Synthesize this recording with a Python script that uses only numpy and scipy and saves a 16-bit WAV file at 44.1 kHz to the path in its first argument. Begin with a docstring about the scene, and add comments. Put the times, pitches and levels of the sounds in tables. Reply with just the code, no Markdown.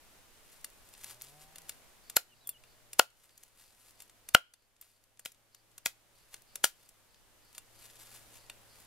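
"""An open yard, where a heavy cleaver chops cooked chicken on a thick wooden block.
The blade taps the bone to aim, crunches through and knocks into the wood: bursts of noise plus ringing tones.
Between chops it touches, slides over the meat and crackles the skin: noise that follows the push of the blade.
Far off an engine revs and a bird whistles (gliding tones), insects pulse and the air hushes (filtered noise).
The gain control ducks after hard chops and creeps back."""
import sys
import numpy as np
from scipy import signal
from scipy.fft import rfft, irfft
from scipy.io import wavfile
from scipy.ndimage import uniform_filter1d

SR = 44100
rng = np.random.default_rng(int(sys.argv[2]) if len(sys.argv) > 2 else 0)


def to_wav(s):
    """Save 16-bit WAV."""
    ch = np.atleast_2d(s).T  # columns
    pcm = np.round(np.clip(ch, -1, 1) * 32767)  # PCM
    wavfile.write(sys.argv[1], SR, pcm.astype(np.int16))


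N = 390726
TIME = np.arange(N) / SR   # s
BLOW = np.arange(-SR // 100, SR // 5) / SR   # time around one contact, s

# All levels are ahead of the gain control; the functions trim some layers by a few dB.
# Hush of the open air: (frequency [Hz], level per Hz [dB]); only the shape counts
AIR_COLOUR = [(20, 4.5), (35, 2.5), (64, -6.5), (170, -9), (400, -8.5), (640, -7.5), (1130, -10),
              (2500, -12.5), (5000, -16.5), (10700, -17), (14800, -20), (16000, -32.5)]
# how far the two ears differ, added to the air's shape: (frequency [Hz], level [dB])
EAR_DIFFERENCE = [(100, -4.5), (1000, -9.0), (6000, -4)]
AIR_DB = -63.5

BUZZ_DB, BUZZ_HZ = -70, 4600
FIRST_BUZZ_S, BUZZ_EVERY_S, BUZZ_HALF_S = 2.08, .317, .052

# Distant engine: (time [s], firing rate [Hz], level [dB])
ENGINE_REVS = [(0, 87.3, -87), (.7, 91.1, -85), (0.989, 94.9, -77.5), (1.36, 149.9, -68.5),
               (1.598, 161.5, -77.5), (2.089, 99.8, -87), (2.361, 127.4, -74.5), (3.77, 106.4, -78),
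               (4.928, 101.1, -75.5), (5.4, 111.6, -73), (6.699, 115.5, -78), (7.201, 97, -79),
               (7.872, 113.8, -74.5), (8.55, 114.7, -73.5), (8.86, 103.7, -75)]
# its partials: (multiple of the firing rate [times], level [dB])
ENGINE_PARTIALS = [(1, 0.5), (2, -12), (3, -10.5), (4, -12.5), (5, -9.5), (6, -14), (7, -13)]

# Bird notes: (start [s], length [s], top pitch [Hz], fall [octaves], level [dB])
BIRD_NOTES = [(2.29, 0.053, 3057, 0.12, -59.5), (2.402, .085, 4000, .24, -59.5),
              (2.488, .09, 3550, .31, -57.5)]
# where in a note its pitch tops and bottoms out, and where it is loudest (shares of its length)
NOTE_TOP, NOTE_LOW, NOTE_LOUDEST = .27, .82, 0.94

# Blade sliding over meat and wood: (hardest push [s], build-up [s], let-go [s], level [dB])
SLIDES = [(0.53, .07, 0.12, -63), (1.112, .12, 0.032, -49), (1.24, 0.026, 0.092, -54),
          (1.42, 0.034, 0.048, -60), (1.69, .03, 0.044, -58), (3.25, 0.097, .08, -59.5),
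          (3.43, 0.045, 0.064, -57), (3.6, 0.033, .09, -53.5), (3.89, 0.16, .03, -57),
          (4.021, 0.034, 0.042, -56.5), (4.82, 0.013, 0.11, -50.5), (6.189, .05, 0.039, -63.5),
          (6.334, .025, 0.036, -51.5), (6.82, .14, 0.13, -65), (7.565, 0.045, 0.039, -60.5),
          (7.849, 0.098, 0.068, -57.5), (8.022, 0.081, 0.08, -57.5), (8.15, 0.066, 0.062, -54.5),
          (8.35, 0.072, 0.061, -57.5), (8.801, .12, 0.16, -64)]
# spectrum of the sliding noise: (frequency [Hz], level per Hz [dB]); only the shape counts
SLIDE_SPECTRUM = [(300, -11.5), (900, -3), (1600, -2.5), (3000, -2), (6000, -2.5), (11500, 0), (14500, -7),
                  (16000, -15)]
SLIDE_ENDS_DB = 13   # drop from the hardest push after one build-up or let-go time

# crisp skin breaking: added under a full stroke, and always there
CRACKLES_PER_S, IDLE_CRACKLES_PER_S = 24, .4
CRACKLE_DB, CRACKLE_SPREAD_DB = -58.5, 2.5

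# Ringing tones of the free steel blade: (pitch [Hz], level [dB], time to fall 60 dB [s])
BLADE_TONES = [(2770, -6.5, 0.055), (3550, -6, .05), (4500, -8, 0.049), (5560, -16.5, .05),
               (7500, -13.5, 0.054), (9014, -5, 0.034), (9800, -11, .05), (11170, -5.5, 0.035),
               (14000, -2.5, 0.026)]
# Ringing tones of the block with the blade bedded in it, the short ones first,
# then the faint lingering ones: (pitch [Hz], level [dB], time to fall 60 dB [s])
BLOCK_TONES = [(131, 2, 0.01), (275, -1, .013), (549.7, -0.5, 0.014), (660, -2.5, 0.0083),
               (890.3, -4.5, 0.014), (1418, 2.5, 0.025), (2994, -1, 0.011), (718, -12.5, 0.045),
               (2130, -23, 0.08), (2780, -20, 0.06)]
FACE_LOW_HZ = 278   # the face of the block radiates little below this

# Blade touching bone or block between chops:
# (time [s], edge level [dB], body relative to edge [dB], strength of steel ring [dB])
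TOUCHES = [(0.645, -39, -6, -0.5), (0.9386, -53, -5.5, -8), (1.0436, -40, -7.5, -16),
           (1.213, -52.5, 1.5, -14), (1.2201, -43.5, -20, -18), (1.5583, -48.5, -3.5, -3),
           (1.584, -47, -8, -16), (1.6945, -36, -7.5, -6), (2.473, -42.5, -24.5, 3.5),
           (2.4916, -45, -15.5, 14), (2.638, -61.5, 7, -1.5), (3.3781, -46, -13.5, -22.5),
           (3.4349, -43.5, -11.5, -20.5), (4.0034, -45, -5.5, 0), (4.021, -53.5, -13, 8),
           (4.097, -53.5, -2, -17.5), (4.538, -41.5, -5, -2), (4.813, -45.5, -17, 8),
           (5.3195, -46, -13, -13.5), (5.5476, -44, -6.5, -10.5), (6.3421, -38.5, -3, -9.5),
           (6.8907, -49.5, -15, -6.5), (7.5495, -53, -1, 0), (7.5807, -41, -5.5, -4),
           (8.4988, -45.5, 1.5, -3)]
# bone snapping apart around a chop: (time [s], edge level [dB])
BONE_SNAPS = [(5.2516, -35.5), (5.8682, -28), (6.6436, -14.5), (6.6521, -22.5)]
# how long before each chop the blade taps the bone to aim: (lead [s])
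AIM_LEADS = [.068, .062, .06, .063, .079, .084]
# body relative to the edge, and strength of the steel ring
AIM_BODY_DB, AIM_RING_DB = -8.5, -8
SNAP_BODY_DB, SNAP_RING_DB = -7, -21.5
# top octave relative to the edge; dB lost per dB of body, since flat contacts are duller
TOP_DB, TOP_DULLING = -12, .7

# Chops: (time [s], thump [dB], thud [dB], knock [dB], bone crack [dB], skin crunch [dB],
# splintering afterwards [dB], edge ring [dB], aiming tap [dB])
CLEAVER_CHOPS = [(2.1671, -40.5, -24, -26.5, -20.5, -16, -29.5, -17, -40),
                 (2.9946, -48.5, -10.5, -11.5, -8.5, -14, -24.5, -27.5, -38.5),
                 (4.3484, -18, -7, -2, -6.5, -12, -26, -28, -36.5),
                 (5.258, -47, -38, -42, -25, -30, -34, -38, -38),
                 (5.8594, -41, -32.5, -32.5, -16, -21, -29.5, -29, -38.5),
                 (6.6409, -39.5, -24.5, -22, -21, -22, -21.5, -33, -32.5)]
# how long the meat holds the blade back before it knocks into the wood, one per chop: (delay [s])
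KNOCK_DELAYS = [.0042, .0018, .0001, .001, .002, .001]
# the fractures peak this long after the block starts to sound
BONE_GIVES_S, SKIN_GIVES_S = .0008, 0.00023
EDGE_HZ, EDGE_T60_S = 11350, 0.023   # the thin edge rings as it bites

PORT_DB, PORT_T60_S = -8.5, .0016   # phase scatter between the two microphone ports
YARD_T60_S = .36   # fading time of the faint yard tail
CUTOFF_HZ = 15700


def from_db(db):
    """Turn decibels into a plain multiplier."""
    return 10 ** (np.asarray(db) / 20)


def rms_one(x):
    """Scale a sound to an average strength (rms) of 1."""
    return x / np.sqrt(np.mean(x ** 2) + 1e-20)


def unit_blow(x):
    """Scale a burst to the energy of 4 ms at rms 1."""
    return x / np.sqrt(np.sum(x ** 2) / (.004 * SR) + 1e-20)


def at_hz(points, hz):
    """Read a spectrum between its points, on a log-frequency axis."""
    f, db = np.transpose(points)
    return np.interp(np.log(np.maximum(hz, 1)), np.log(f), db)


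def band(x, low_hz, high_hz, order=2):
    """Keep only the frequencies between two limits."""
    edges = [low_hz, min(high_hz, SR / 2 - 500)]
    return signal.sosfilt(signal.butter(order, edges, "band", fs=SR, output="sos"), x + 1e-18)


def coloured(x, spectrum):
    """Give a steady noise a spectrum; rms 1."""
    gain = from_db(at_hz(spectrum, np.fft.rfftfreq(N, 1 / SR)))
    return rms_one(irfft(rfft(x) * gain, N))


def drift(rate, size):
    """Wander at random between points with spread 1, drawn `rate` times a second."""
    knots = np.arange(size) * rate / SR
    count = int(knots[-1]) + 2
    return np.interp(knots, np.arange(count), rng.standard_normal(count))


def grains(size, spread_db):
    """Dense tiny fractures of unequal size, made as noise with random loudness."""
    sizes = np.minimum(rng.exponential(1, size), 4)
    return rms_one(rng.standard_normal(size) * from_db(spread_db * sizes))


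def swell(rise_s, t60, late_s):
    """Loudness of a burst: rises by 60 dB in rise_s, then falls by 60 dB in t60."""
    t = BLOW - late_s
    return from_db(60 * np.minimum(t / rise_s, -t / t60))


def mode(hz, t60, late_s=0):
    """One struck resonance: a tone that dies away."""
    t = np.maximum(BLOW - late_s, 0)
    return unit_blow(-np.sin(2 * np.pi * hz * t) * from_db(-60 * t / t60))


def fracture(low_hz, high_hz, rise_s, t60, spread_db, late_s=0):
    """A burst of grainy noise in one band, as from many tiny fractures."""
    burst = grains(len(BLOW), spread_db) * swell(rise_s, t60, late_s)
    return unit_blow(band(burst, low_hz, high_hz))


def add(out, s, burst):
    """Lay a contact into the track at its time."""
    i = round((s + BLOW[0]) * SR)
    out[i:i + len(burst)] += burst[:N - i]


def air():
    """Open-air hush from noise; the two ears differ least around 1000 Hz."""
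    apart_colour = [(hz, db + at_hz(EAR_DIFFERENCE, hz)) for hz, db in AIR_COLOUR]
    shared = coloured(rng.standard_normal(N), AIR_COLOUR)
    apart = coloured(rng.standard_normal(N), apart_colour)
    ears = shared + from_db(-1.5) * apart * [[1], [-1]]   # opposite sign in each ear
    return from_db(AIR_DB) * ears * from_db(0.6 * drift(11.0, N))


def insects():
    """Short narrow buzzes at a steady beat of about three a second, some louder than others."""
    gate = np.zeros(N)
    for s in np.arange(FIRST_BUZZ_S, TIME[-1], BUZZ_EVERY_S):
        gate += from_db(rng.normal(0, 1.5)) * np.exp(-((TIME - s) / BUZZ_HALF_S) ** 4)
    buzz = rms_one(band(rng.standard_normal(N), BUZZ_HZ - 350, BUZZ_HZ + 350))
    return from_db(BUZZ_DB) * gate * buzz


def engine():
    """Far exhaust pulses; the silencer colours them, and under high revs a resonance picks out one partial."""
    s, hz, db = np.transpose(ENGINE_REVS)
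    rate = np.interp(TIME, s, hz) * (1 + 0.008 * drift(23, N))
    phase = 2 * np.pi * np.cumsum(rate) / SR
    pipe_hz, silencer_hz, silencer_db = 775, 599, 7
    high_revs = np.clip((rate - 125) / 20, 0, 1)
    out = np.zeros(N)
    for k, (_, level_db) in enumerate(ENGINE_PARTIALS, 1):
        pipe_db = 13 * np.exp(-((k * rate - pipe_hz) / 70) ** 2) * high_revs
        boom_db = silencer_db * np.exp(-((k * rate - silencer_hz) / 35) ** 2)
        partial_db = level_db + pipe_db + boom_db + 0.73 * drift(12, N)
        out += from_db(partial_db) * np.sin(k * phase)
    return np.sqrt(2) * from_db(np.interp(TIME, s, db)) * out


def bird():
    """Each whistle arches over its top pitch, then swells as it falls."""
    out = np.zeros(N)
    # the last value stays on after the note, as an extremely faint tone
    shares = [0, .1, NOTE_LOUDEST / 2, NOTE_LOUDEST, 1]
    strengths = [0, 0.43, 0.41, 1, 0.028]
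    for s, length_s, top_hz, fall, db in BIRD_NOTES:
        along = np.clip((TIME - s) / length_s, 0, 1)
        sunk = np.sin(np.pi / 2 * (along - NOTE_TOP) / (NOTE_LOW - NOTE_TOP)) ** 2
        pitch = top_hz * 2 ** (-fall * sunk) * (1 + 0.0132 * drift(280, N))
        loudness = np.interp(along, shares, strengths)
        out += from_db(db) * loudness * np.sin(2 * np.pi * np.cumsum(pitch) / SR)
    return np.sqrt(2) * out


def yard(x, near_db, near_t60, far_db, far_t60):
    """Scatter from the table and things nearby, then a faint, longer tail in a narrower band."""
    t = np.arange(SR // 2) / SR
    onset = np.clip((t - .004) / 0.012, 0, 1)
    near = band(rng.standard_normal((2, len(t))), 350, 11000, order=1) * onset * from_db(-60 * t / near_t60)
    far = band(rng.standard_normal((2, len(t))), 1700, 6000, order=1) * onset * from_db(-60 * t / far_t60)
    echo = np.zeros((2, len(t)))
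    for db, tail in ((near_db, near), (far_db, far)):
        echo += from_db(db) * tail / np.sqrt(np.sum(tail ** 2) / 2)
    return signal.fftconvolve(x[None], echo, axes=1)[:, :N]


def pressure():
    """How hard the blade drags: each stroke builds up to its hardest push and lets go."""
    out = np.zeros(N)
    for s, build_s, let_go_s, db in SLIDES:
        away = np.minimum(np.maximum((s - TIME) / build_s, (TIME - s) / let_go_s), 4)
        out += from_db(db - SLIDE_ENDS_DB * away ** 0.94)
    return out


def crackles(push):
    """Crisp skin breaks at random, more often under the moving blade; ticks vary in size and in six pitches."""
    rate = IDLE_CRACKLES_PER_S + CRACKLES_PER_S * np.minimum(push / from_db(-56.5), 1)
    sizes_db = CRACKLE_DB + CRACKLE_SPREAD_DB * np.clip(rng.standard_normal(N), -2, 2)
    clicks = (rng.random(N) < rate / SR) * from_db(sizes_db)
    pitches = np.geomspace(3600, 11000, 6)   # Hz
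    dealt = rng.integers(len(pitches), size=N)   # which pitch each click gets
    out = np.zeros(N)
    for k, hz in enumerate(pitches):
        tick = fracture(low_hz=hz / 2, high_hz=hz * 2, rise_s=.002, t60=0.018, spread_db=1)
        out += signal.fftconvolve(clicks * (dealt == k), tick)[:N]
    return out


def slide(push):
    """The blade drags in uneven slips; the friction faintly sings in the steel."""
    slips = grains(N, spread_db=6) * from_db(2.9 * drift(160, N))
    friction = coloured(slips, SLIDE_SPECTRUM)
    blade_ring = sum(mode(hz, t60) for hz, _, t60 in BLADE_TONES)
    steel = signal.fftconvolve(friction, blade_ring)[:N]
    return push * (friction + from_db(-11.5) * rms_one(steel))


def contact(edge_db, body_rel_db, ring_db):
    """A light contact is a short gritty click that sets the blade ringing."""
    body_db = edge_db + body_rel_db
    top_db = edge_db + TOP_DB - TOP_DULLING * body_rel_db
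    body = from_db(body_db) * fracture(low_hz=1400, high_hz=4700, rise_s=.005, t60=0.016, spread_db=2.0)
    wood = from_db(body_db - 11.0) * fracture(
        low_hz=385, high_hz=1450, rise_s=0.0016, t60=0.036, spread_db=3)
    edge = from_db(edge_db - 1.5) * fracture(
        low_hz=5300, high_hz=11000, rise_s=.006, t60=0.019, spread_db=5.5)
    top = from_db(top_db - 1.0) * fracture(
        low_hz=10400, high_hz=14500, rise_s=0.0057, t60=0.018, spread_db=4)
    # each blade tone is driven by the click's strength near its pitch
    force = [(4000, body_db), (6000, edge_db), (9500, edge_db), (14000, top_db)]
    steel = np.zeros(len(BLOW))
    for hz, db, t60 in BLADE_TONES:
        tone_db = at_hz(force, hz) + db + ring_db + rng.normal(0, 2.7)
        steel += from_db(tone_db) * mode(hz, t60)
    return body + wood + edge + top + steel


def taps():
    """An aiming tap just before each chop, bone snapping around the blow, and stray touches in between."""
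    aims = [(s - lead_s, db, AIM_BODY_DB, AIM_RING_DB)
            for (s, *_, db), lead_s in zip(CLEAVER_CHOPS, AIM_LEADS)]
    snaps = [(s, db, SNAP_BODY_DB, SNAP_RING_DB) for s, db in BONE_SNAPS]
    out = np.zeros(N)
    for s, edge_db, body_db, ring_db in [*aims, *snaps, *TOUCHES]:
        add(out, s, contact(edge_db, body_db, ring_db))
    return out


def block(thump, thud, knock, delay_s):
    """The block thumps and thuds under the meat; its tones above 1000 Hz knock after the delay."""
    force = [(250, thump), (480, thud), (900, thud), (1350, knock)]
    whole, face = np.zeros(len(BLOW)), np.zeros(len(BLOW))
    for k, (hz, db, t60) in enumerate(BLOCK_TONES):
        late_s = delay_s * (hz > 1000)
        # neighbouring tones start in opposite directions
        ring = from_db(at_hz(force, hz) + db) * mode(hz, t60, late_s) * (-1) ** k
        if hz < FACE_LOW_HZ:
            whole += ring
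        else:
            face += ring
    return whole + band(face, FACE_LOW_HZ, SR / 2)


def chops():
    """The edge crunches through skin and bone, lands in the block, and splinters give way after it."""
    out = np.zeros(N)
    for chop, delay_s in zip(CLEAVER_CHOPS, KNOCK_DELAYS):
        s, thump, thud, knock, crack, crunch, splinter, edge_db, _ = chop
        # a faint broad noise swelling and fading around the blow
        hiss = from_db(crunch - 11.5) * fracture(
            low_hz=1500, high_hz=14000, rise_s=.02, t60=.006, spread_db=1.0)
        bone = from_db(crack - 2.5) * fracture(
            low_hz=1750, high_hz=4630, rise_s=0.0014, t60=0.014, spread_db=1.17, late_s=BONE_GIVES_S)
        skin = from_db(crunch) * fracture(
            low_hz=5040, high_hz=14000, rise_s=0.0073, t60=0.013, spread_db=-0.84, late_s=SKIN_GIVES_S)
        splinters = from_db(splinter - 1.0) * fracture(
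            low_hz=1670, high_hz=13700, rise_s=.005, t60=0.14, spread_db=2.5)
        edge = from_db(edge_db) * mode(EDGE_HZ, EDGE_T60_S)
        add(out, s, block(thump, thud, knock, delay_s) + hiss + bone + skin + splinters + edge)
    return out


def ports(x):
    """The treble reaches the two ports at phases that vary with frequency; the left port is a little louder."""
    t = np.arange(SR // 400) / SR
    half = band(rng.standard_normal(len(t)) * from_db(-60 * t / PORT_T60_S), 3000, 15000)
    scatter = np.concatenate([-half[::-1], [0], half])   # mirrored with opposite sign
    side = signal.fftconvolve(x, scatter / np.sqrt(np.sum(scatter ** 2)), mode="same")
    left_db = 1.05   # left up by this, right down by this
    return (x + from_db(PORT_DB) * side * [[1], [-1]]) * from_db([[left_db], [-left_db]])


def scene():
    """The block is close and a little to the left; engine, bird and insects are far off."""
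    far_off = air() + insects() + engine() + bird()
    push = pressure()
    close = crackles(push) + slide(push) + taps() + chops()
    echoes = yard(close, near_db=-19.5, near_t60=0.11, far_db=-34, far_t60=YARD_T60_S)
    return ports(close) + echoes + far_off


def gain_control(x, threshold_db, slope, attack_s, release_db_per_s):
    """Loud blows pull the gain down within milliseconds; it creeps back over seconds."""
    power = uniform_filter1d(np.mean(x ** 2, axis=0), size=176)   # averaged over 4 ms
    level_db = 10 * np.log10(np.maximum(power, 1e-12))
    cut_db = slope * np.maximum(level_db - threshold_db, 0)
    # hold the deepest cut so far, letting go at a steady rate
    released_db = release_db_per_s * TIME
    held = np.maximum.accumulate(cut_db + released_db) - released_db
    r = np.exp(-1 / (attack_s * SR))
    return x * from_db(-signal.lfilter([1 - r], [1, -r], held))


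def record(dry):
    """Gain control, overload that rounds off the loudest peaks, and the top cut."""
    x = gain_control(dry, threshold_db=-23.5, slope=0.55, attack_s=0.0054, release_db_per_s=5.0)
    ceiling = .7   # peaks bend over towards this
    x = x / (1 + (x / ceiling) ** 6) ** (1 / 6)
    return signal.sosfilt(signal.ellip(10, .1, 80, CUTOFF_HZ, fs=SR, output="sos"), x)


dry = scene()
out = record(dry)
to_wav(out)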